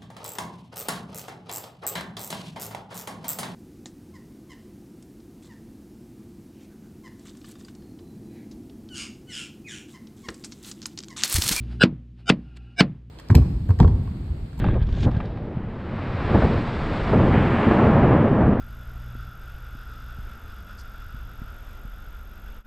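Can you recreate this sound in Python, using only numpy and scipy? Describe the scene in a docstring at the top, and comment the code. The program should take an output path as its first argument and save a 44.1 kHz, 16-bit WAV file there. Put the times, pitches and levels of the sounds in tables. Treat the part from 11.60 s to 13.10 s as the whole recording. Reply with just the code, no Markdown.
"""Three blows under a wooden floor

A heavy hand tool is swung three times against the timber beside a jack. Each stroke scrapes along
steel with a swelling ring, lands with a crack and booms through the joists and the crawl space.
Between strokes a sleeve rustles and the tool rubs and ticks faintly; a motor hums behind.
An automatic gain control ducks at the first blow and stays down."""
import sys
import numpy as np
from scipy import signal
from scipy.fft import rfft, irfft, next_fast_len
from scipy.io import wavfile
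from scipy.ndimage import uniform_filter1d, minimum_filter1d, map_coordinates

SR = 44100
rng = np.random.default_rng(int(sys.argv[2]) if len(sys.argv) > 2 else 0)


def log_audio(samples):
    """Write samples as a 16-bit WAV file to the path given in sys.argv[1]."""
    # one column per channel
    frames = np.atleast_2d(samples).T
    # limit to full scale, then quantise
    limited = np.clip(frames, -1, 1)
    pcm = np.round(limited * 32767).astype(np.int16)
    wavfile.write(sys.argv[1], SR, pcm)


N = 66150
CRACK_LEAD_S = .0042  # the contact cracks this long before the timbers boom


def amp(db):
    """Decibels to amplitude ratio."""
    return 10 ** (np.asarray(db) / 20)


def unit(x):
    """Normalise to rms 1."""
    return x / np.sqrt(np.mean(x ** 2) + 1e-20)


def since(start_s):
    """Seconds since start_s, for every sample."""
    return np.arange(N) / SR - start_s


def along(points, hz):
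    """Interpolate (frequency_hz, value) points on a logarithmic frequency axis."""
    knots_hz, values = np.transpose(points)
    return np.interp(np.log(hz + 1), np.log(knots_hz + 1), values)


def filtered(x, response):
    """Linear filtering: multiply the spectrum by a frequency response."""
    size = next_fast_len(N + SR // 2)
    return irfft(rfft(x, size) * response(np.fft.rfftfreq(size, 1 / SR)), size)[..., :N]


def noise(spectrum):
    """Spectral shaping: white noise coloured by (frequency_hz, density_db) points, at rms 1."""
    return unit(filtered(rng.standard_normal(N), lambda hz: amp(along(spectrum, hz))))


def wobble(rate_hz):
    """Random modulation: a smooth curve through rate_hz random knots a second."""
    at = np.arange(0, N * rate_hz / SR + 1, 1 / 8)
    return np.interp(since(0) * rate_hz, at, map_coordinates(rng.standard_normal(N // 32), [at]))


def decay(t, t60_s):
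    """Damping: a sudden start at t = 0, then an exponential fall of 60 dB in t60_s."""
    return (t >= 0) * amp(-60 * np.maximum(t, 0) / t60_s)


def noise_band(hz, width_hz):
    """A resonance driven at random by friction gives a narrow band of noise."""
    phase = 2 * np.pi * hz * since(0)
    return wobble(width_hz) * np.sin(phase) + wobble(width_hz) * np.cos(phase)


def motor(fundamental_hz=59.66):
    """Periodic vibration gives a harmonic hum, here wavering slightly over a low rumble."""
    # partials of the hum: harmonic_number, level_db
    harmonics = [(1, -33), (2, -37.5), (3, -47.5), (4, -47.5), (5, -57.5), (6, -60.5), (7, -68)]
    # rumble spectrum: frequency_hz, density_db
    rumble = [(20, -10), (45, -2.5), (100, 2), (200, -3.5), (320, -7.5), (550, -26.5), (1000, -37.5),
              (3000, -33), (6000, -46), (15000, -63)]
    hum = np.zeros(N)
    for number, db in harmonics:
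        peak = np.sqrt(2) * amp(db + 2.4 * wobble(18))
        hum += peak * np.sin(2 * np.pi * (number * fundamental_hz * since(0) + rng.random()))
    return hum + amp(-43.5) * noise(rumble)


def handling(tick_width_s=.0048):
    """Cloth friction gives soft swells of noise; the tool ticks once as it is drawn back."""
    # movements of arm and sleeve: centre_s, width_s, level_db
    rustles = [(0.031, 0.055, -63), (.13, .025, -55.5), (.6, .02, -51.5), (.86, 0.13, -63.5),
               (1.081, 0.23, -59.5)]
    # sleeve spectrum: frequency_hz, density_db
    sleeve_spectrum = [(200, -10.5), (750, 6.5), (1050, 0), (1450, 2.5), (2000, -2.5), (2800, 0.5),
                       (3500, -3.5), (4900, -5.5), (6300, -25), (9000, -21.5), (15000, -46.5)]
    # light contact of the tool: centre_s, level_db
    ticks = [(.971, -34)]
    # tick spectrum: frequency_hz, density_db
    tick_spectrum = [(200, 4), (1000, -1), (2200, 5.5), (4000, 2.5), (6000, -12.5), (7700, -7.5),
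                     (11000, -22.5), (15000, -32)]
    swells = sum(amp(db) * np.exp(-.5 * (since(s) / width_s) ** 2) for s, width_s, db in rustles)
    spike = sum(amp(db) * np.exp(-abs(since(s)) / tick_width_s) for s, db in ticks)
    return swells * amp(1.5 * wobble(75)) * noise(sleeve_spectrum) + spike * noise(tick_spectrum)


def draw_back():
    """Light friction sustains a few steel resonances as the tool is drawn back."""
    # envelope of the rubbing: time_s, level_db
    envelope = [(.55, -93.5), (.63, -57), (.8, -65.5), (.88, -53.5), (1.14, -52), (1.2, -94.5)]
    # steel resonances: pitch_hz, width_hz, relative_db
    resonances = [(790, 100, -7), (1390, 80, -0.5), (1604, 110, -8), (2650, 500, 0), (2880, 120, -2.5)]
    whine = sum(amp(db) * noise_band(hz, width_hz) for hz, width_hz, db in resonances)
    return amp(np.interp(since(0), *np.transpose(envelope))) * unit(whine)


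def crawl_space(start_s):
    """Reverberation: dense reflections off joists and soil lose treble first and leave a dull tail."""
    # spectrum of the close reflections: frequency_hz, density_db
    close_spectrum = [(60, -26.5), (200, 1.5), (450, 9.5), (800, 0), (1300, 1.5), (1900, 3), (2500, 1),
                      (3400, -5.5), (4800, -6), (6000, -21), (8500, -22.5), (10600, -32), (12000, -43),
                      (15000, -52)]
    # their decay times: frequency_hz, t60_s
    close_t60 = [(200, .13), (600, 0.14), (1500, .08), (4000, .08), (10000, 0.049)]
    # spectrum of the late reverberation: frequency_hz, density_db
    tail_spectrum = [(25, -7.5), (50, -0.5), (90, -2.5), (140, 11.5), (250, -2.5), (450, -17.5),
                     (800, -25.5), (2000, -30.5), (3300, -37.5), (6000, -58), (15000, -67)]
    t = since(start_s)
    hz, frame_s, bands = signal.stft(noise(close_spectrum), SR, nperseg=256)
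    damping = decay(np.maximum(frame_s - start_s, 0), along(close_t60, hz)[:, None])
    close = signal.istft(bands * damping, SR, nperseg=256)[1][:N]
    onset = np.clip(t / .00033, 0, 1)
    tail = decay(t, t60_s=.49) * noise(tail_spectrum)
    return amp(-20) * onset * close + amp(-29) * tail


def scrape(land_s, steel_modes, level_db, rise_db_per_s, hold_s, slide_s=.048, stop_t60_s=.007):
    """Sliding friction drives the modes of the steel ever harder until the tool lands."""
    # broad rubbing noise: frequency_hz, density_db
    grit = [(100, -8), (500, 3), (900, -7), (1500, 1), (1950, -6.5), (2800, 0.5), (4000, -4.5), (5200, -6),
            (6500, -21), (8200, -16), (9600, -28.5), (10600, -23), (12000, -37.5), (15000, -48.5)]
    # the timber grumbling under the scrape: frequency_hz, density_db
    grumble = [(60, -20), (200, 3), (420, 2.5), (750, -1.5), (900, -12), (1080, -2), (1250, -13.5),
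               (2000, -42.5)]
    t = since(land_s)
    ring = np.zeros(N)
    for hz, db in steel_modes:
        tone = np.sin(2 * np.pi * (hz * t + rng.random()) + .35 * wobble(60))
        roughness = amp(1.5 * wobble(90))
        skirt = amp(-16) * noise_band(hz, width_hz=380)  # friction broadens each resonance
        ring += amp(db) * (roughness * tone + skirt)
    swell_db = level_db - rise_db_per_s * np.maximum(-t - hold_s, 0)
    stop = decay(np.maximum(t, 0), stop_t60_s)
    catch = np.clip((t + slide_s) / .009, 0, 1) ** 2  # the surfaces engage over 9 ms
    rubbing = amp(-19.5) * noise(grit) + amp(-13.5) * noise(grumble)
    flicker = amp(2 * wobble(300))
    return catch * amp(swell_db) * stop * (unit(ring) + rubbing) * flicker


def crack(start_s, attack_s=.0016, hold_s=.003):
    """Wood crushed for a few milliseconds radiates a broadband transient."""
    # spectrum of the splintery contact: frequency_hz, density_db
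    spectrum = [(60, -44.5), (130, -25.5), (280, 1.5), (450, 2), (800, -5.5), (1200, 1.5), (1900, -5),
                (2400, 2), (3300, 0), (3800, -8), (4600, -5.5), (6000, -21.5), (8500, -27.5),
                (11000, -39.5), (15000, -53.5)]
    t = since(start_s)
    envelope = np.clip(t / attack_s, 0, 1) * decay(np.maximum(t - hold_s, 0), t60_s=.025)
    return amp(-11.5) * envelope * noise(spectrum)


def thump(start_s, pitch_ratio, dull_db_per_octave, attack_s=.00051, pivot_hz=200):
    """An impact excites the damped modes of the floor timbers, which radiate little deep bass."""
    # timber modes: pitch_hz, relative_db, t60_s
    modes = [(120, -33, 0.48), (147.5, -27.5, 0.36), (165.2, -23, 0.21), (187.54, -9.5, .155),
             (203.5, -18, 0.076), (215, -22.5, 0.2), (240, -9.5, .129), (281, -12.5, .096),
             (295.7, -29, 0.26), (326.2, -18, 0.13), (388, -18.5, .05), (426, -14.5, 0.024),
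             (635, -24.5, 0.037)]
    t = since(start_s)
    ring = np.zeros(N)
    for hz, db, t60_s in modes:
        mode_db = db - dull_db_per_octave * np.log2(hz / pivot_hz) - 2.4 * rng.standard_normal()
        ring += amp(mode_db) * decay(t, t60_s) * np.sin(2 * np.pi * hz * pitch_ratio * t)
    ring *= 1 - np.exp(-np.maximum(t, 0) / attack_s)

    def floor_response(hz, echo_s=.0882, echo_top_hz=200, cut_hz=119):
        """A dull reflection from the far side of the floor, and a third-order high-pass."""
        echo = amp(-18) * np.exp(-2j * np.pi * hz * echo_s) / (1 + 1j * hz / echo_top_hz) ** 2
        low_cut = hz ** 2 / (hz ** 2 - cut_hz ** 2 - 1j * hz * cut_hz) * hz / (hz - 1j * cut_hz)
        return (1 + echo) * low_cut

    return filtered(ring, floor_response)


def strokes():
    """Friction, then impact: each swing scrapes the steel, strikes the timber and excites the space."""
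    # blows: start_s, thump_gain_db, crack_gain_db, pitch_ratio, dull_db_per_octave
    blows = [(0.2376, 12.5, 12, 1.0, -1.5), (0.7018, 11.5, 12.5, 0.98, -1.3), (1.2084, 12.5, 16, 1, 8)]
    # the scrape before each blow: level_db, rise_db_per_s, hold_s
    slides = [(-15, 2297, .02), (-5.5, 1149, .003), (-4.5, 1298, 0.0082)]
    # steel modes at each stroke's point of contact: pitch_hz, relative_db
    steel_1 = [(425, -14), (1351, -17), (1456, 0.5), (1545, 0), (1647, -6), (2575, -15.5), (2675, -12),
               (2855, -6), (2958, -11.5), (3141, -18), (3238, -15.5), (3515, -14), (3983, -12), (4177, -22),
               (4828, -13.5), (5200, -22), (5299, -24), (7641, -30), (8015, -26.5), (8109, -31.5),
               (8858, -32), (10360, -43.5), (10833, -45), (11208, -48)]
    steel_2 = [(700, -10.5), (795, -12.5), (1356, -2.5), (1453, -3), (1555, -11.5), (2040, -19),
               (2300, -13), (2392, -10), (2769, -13.5), (2952, -5), (3055, -7), (3606, -11.5),
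               (3709, -11.5), (4734, -9), (4823, -12.5), (5176, -15), (5318, -14.5), (6139, -16.5),
               (6239, -21), (6699, -26.5), (7170, -17), (8015, -23.5), (8109, -23.5), (8955, -28.5),
               (9046, -28.5), (10077, -34)]
    steel_3 = [(705, -6), (1550, -2), (1641, -1.5), (2295, 1.5), (2858, -2.5), (3606, -8), (3889, -9.5),
               (3986, -14.5), (4920, -11.5), (5108, -7.5), (5205, -10), (5299, -8.5), (5391, -20),
               (6045, -16), (6328, -24.5), (7450, -35), (7547, -24.5), (7830, -21), (8018, -25.5),
               (8389, -29.5), (8855, -34), (8955, -28), (9049, -28), (10637, -33.5)]
    out = np.zeros(N)
    for blow, steel_modes, slide in zip(blows, (steel_1, steel_2, steel_3), slides):
        start_s, thump_db, crack_db, pitch_ratio, dull_db_per_octave = blow
        land_s = start_s - CRACK_LEAD_S
        out += scrape(land_s, steel_modes, *slide)
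        out += amp(thump_db) * thump(start_s, pitch_ratio, dull_db_per_octave)
        out += amp(crack_db) * (crack(land_s) + crawl_space(land_s + CRACK_LEAD_S / 2))
    return out


def scene():
    """Superposition, nearly mono: a quadrature side signal parts the channels' phase in the treble."""
    # stereo width: frequency_hz, side_over_mid_db
    width = [(250, -86.5), (700, -49), (1400, -34), (2800, -25), (5600, -21), (10000, -15.5), (14000, -5.5)]
    fade_in = np.clip(since(0) / .006, 0, 1)
    mid = (strokes() + handling() + draw_back() + motor()) * fade_in
    side = filtered(mid, lambda hz: 1j * amp(along(width, hz)))
    return np.array([mid + side, mid - side])


def record(dry):
    """Automatic gain control ducks on loud sound and keeps sinking; a limiter and a low-pass follow."""
    ceiling_db, drift_db_per_s, detect_s, ahead_s = -3, -1.5, .0025, .0046
    peak_limit, top_hz = .97, 15750
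    power = np.abs(uniform_filter1d(dry.mean(0) ** 2, int(detect_s * SR)))
    needed_db = np.minimum(ceiling_db - 10 * np.log10(power + 1e-12), 0)
    drift_db = drift_db_per_s * since(0)
    held_db = np.minimum.accumulate(needed_db - drift_db) + drift_db
    ahead = int(ahead_s * SR)
    gain_db = minimum_filter1d(held_db, 2 * ahead)
    ducked = dry * amp(uniform_filter1d(gain_db, ahead // 2 + 1))
    limiter_gain = peak_limit / np.maximum(np.abs(ducked).max(0), peak_limit)
    limited = ducked * uniform_filter1d(minimum_filter1d(limiter_gain, size=65), size=65)
    return filtered(limited, lambda hz: hz < top_hz)


dry = scene()
out = record(dry)
log_audio(out)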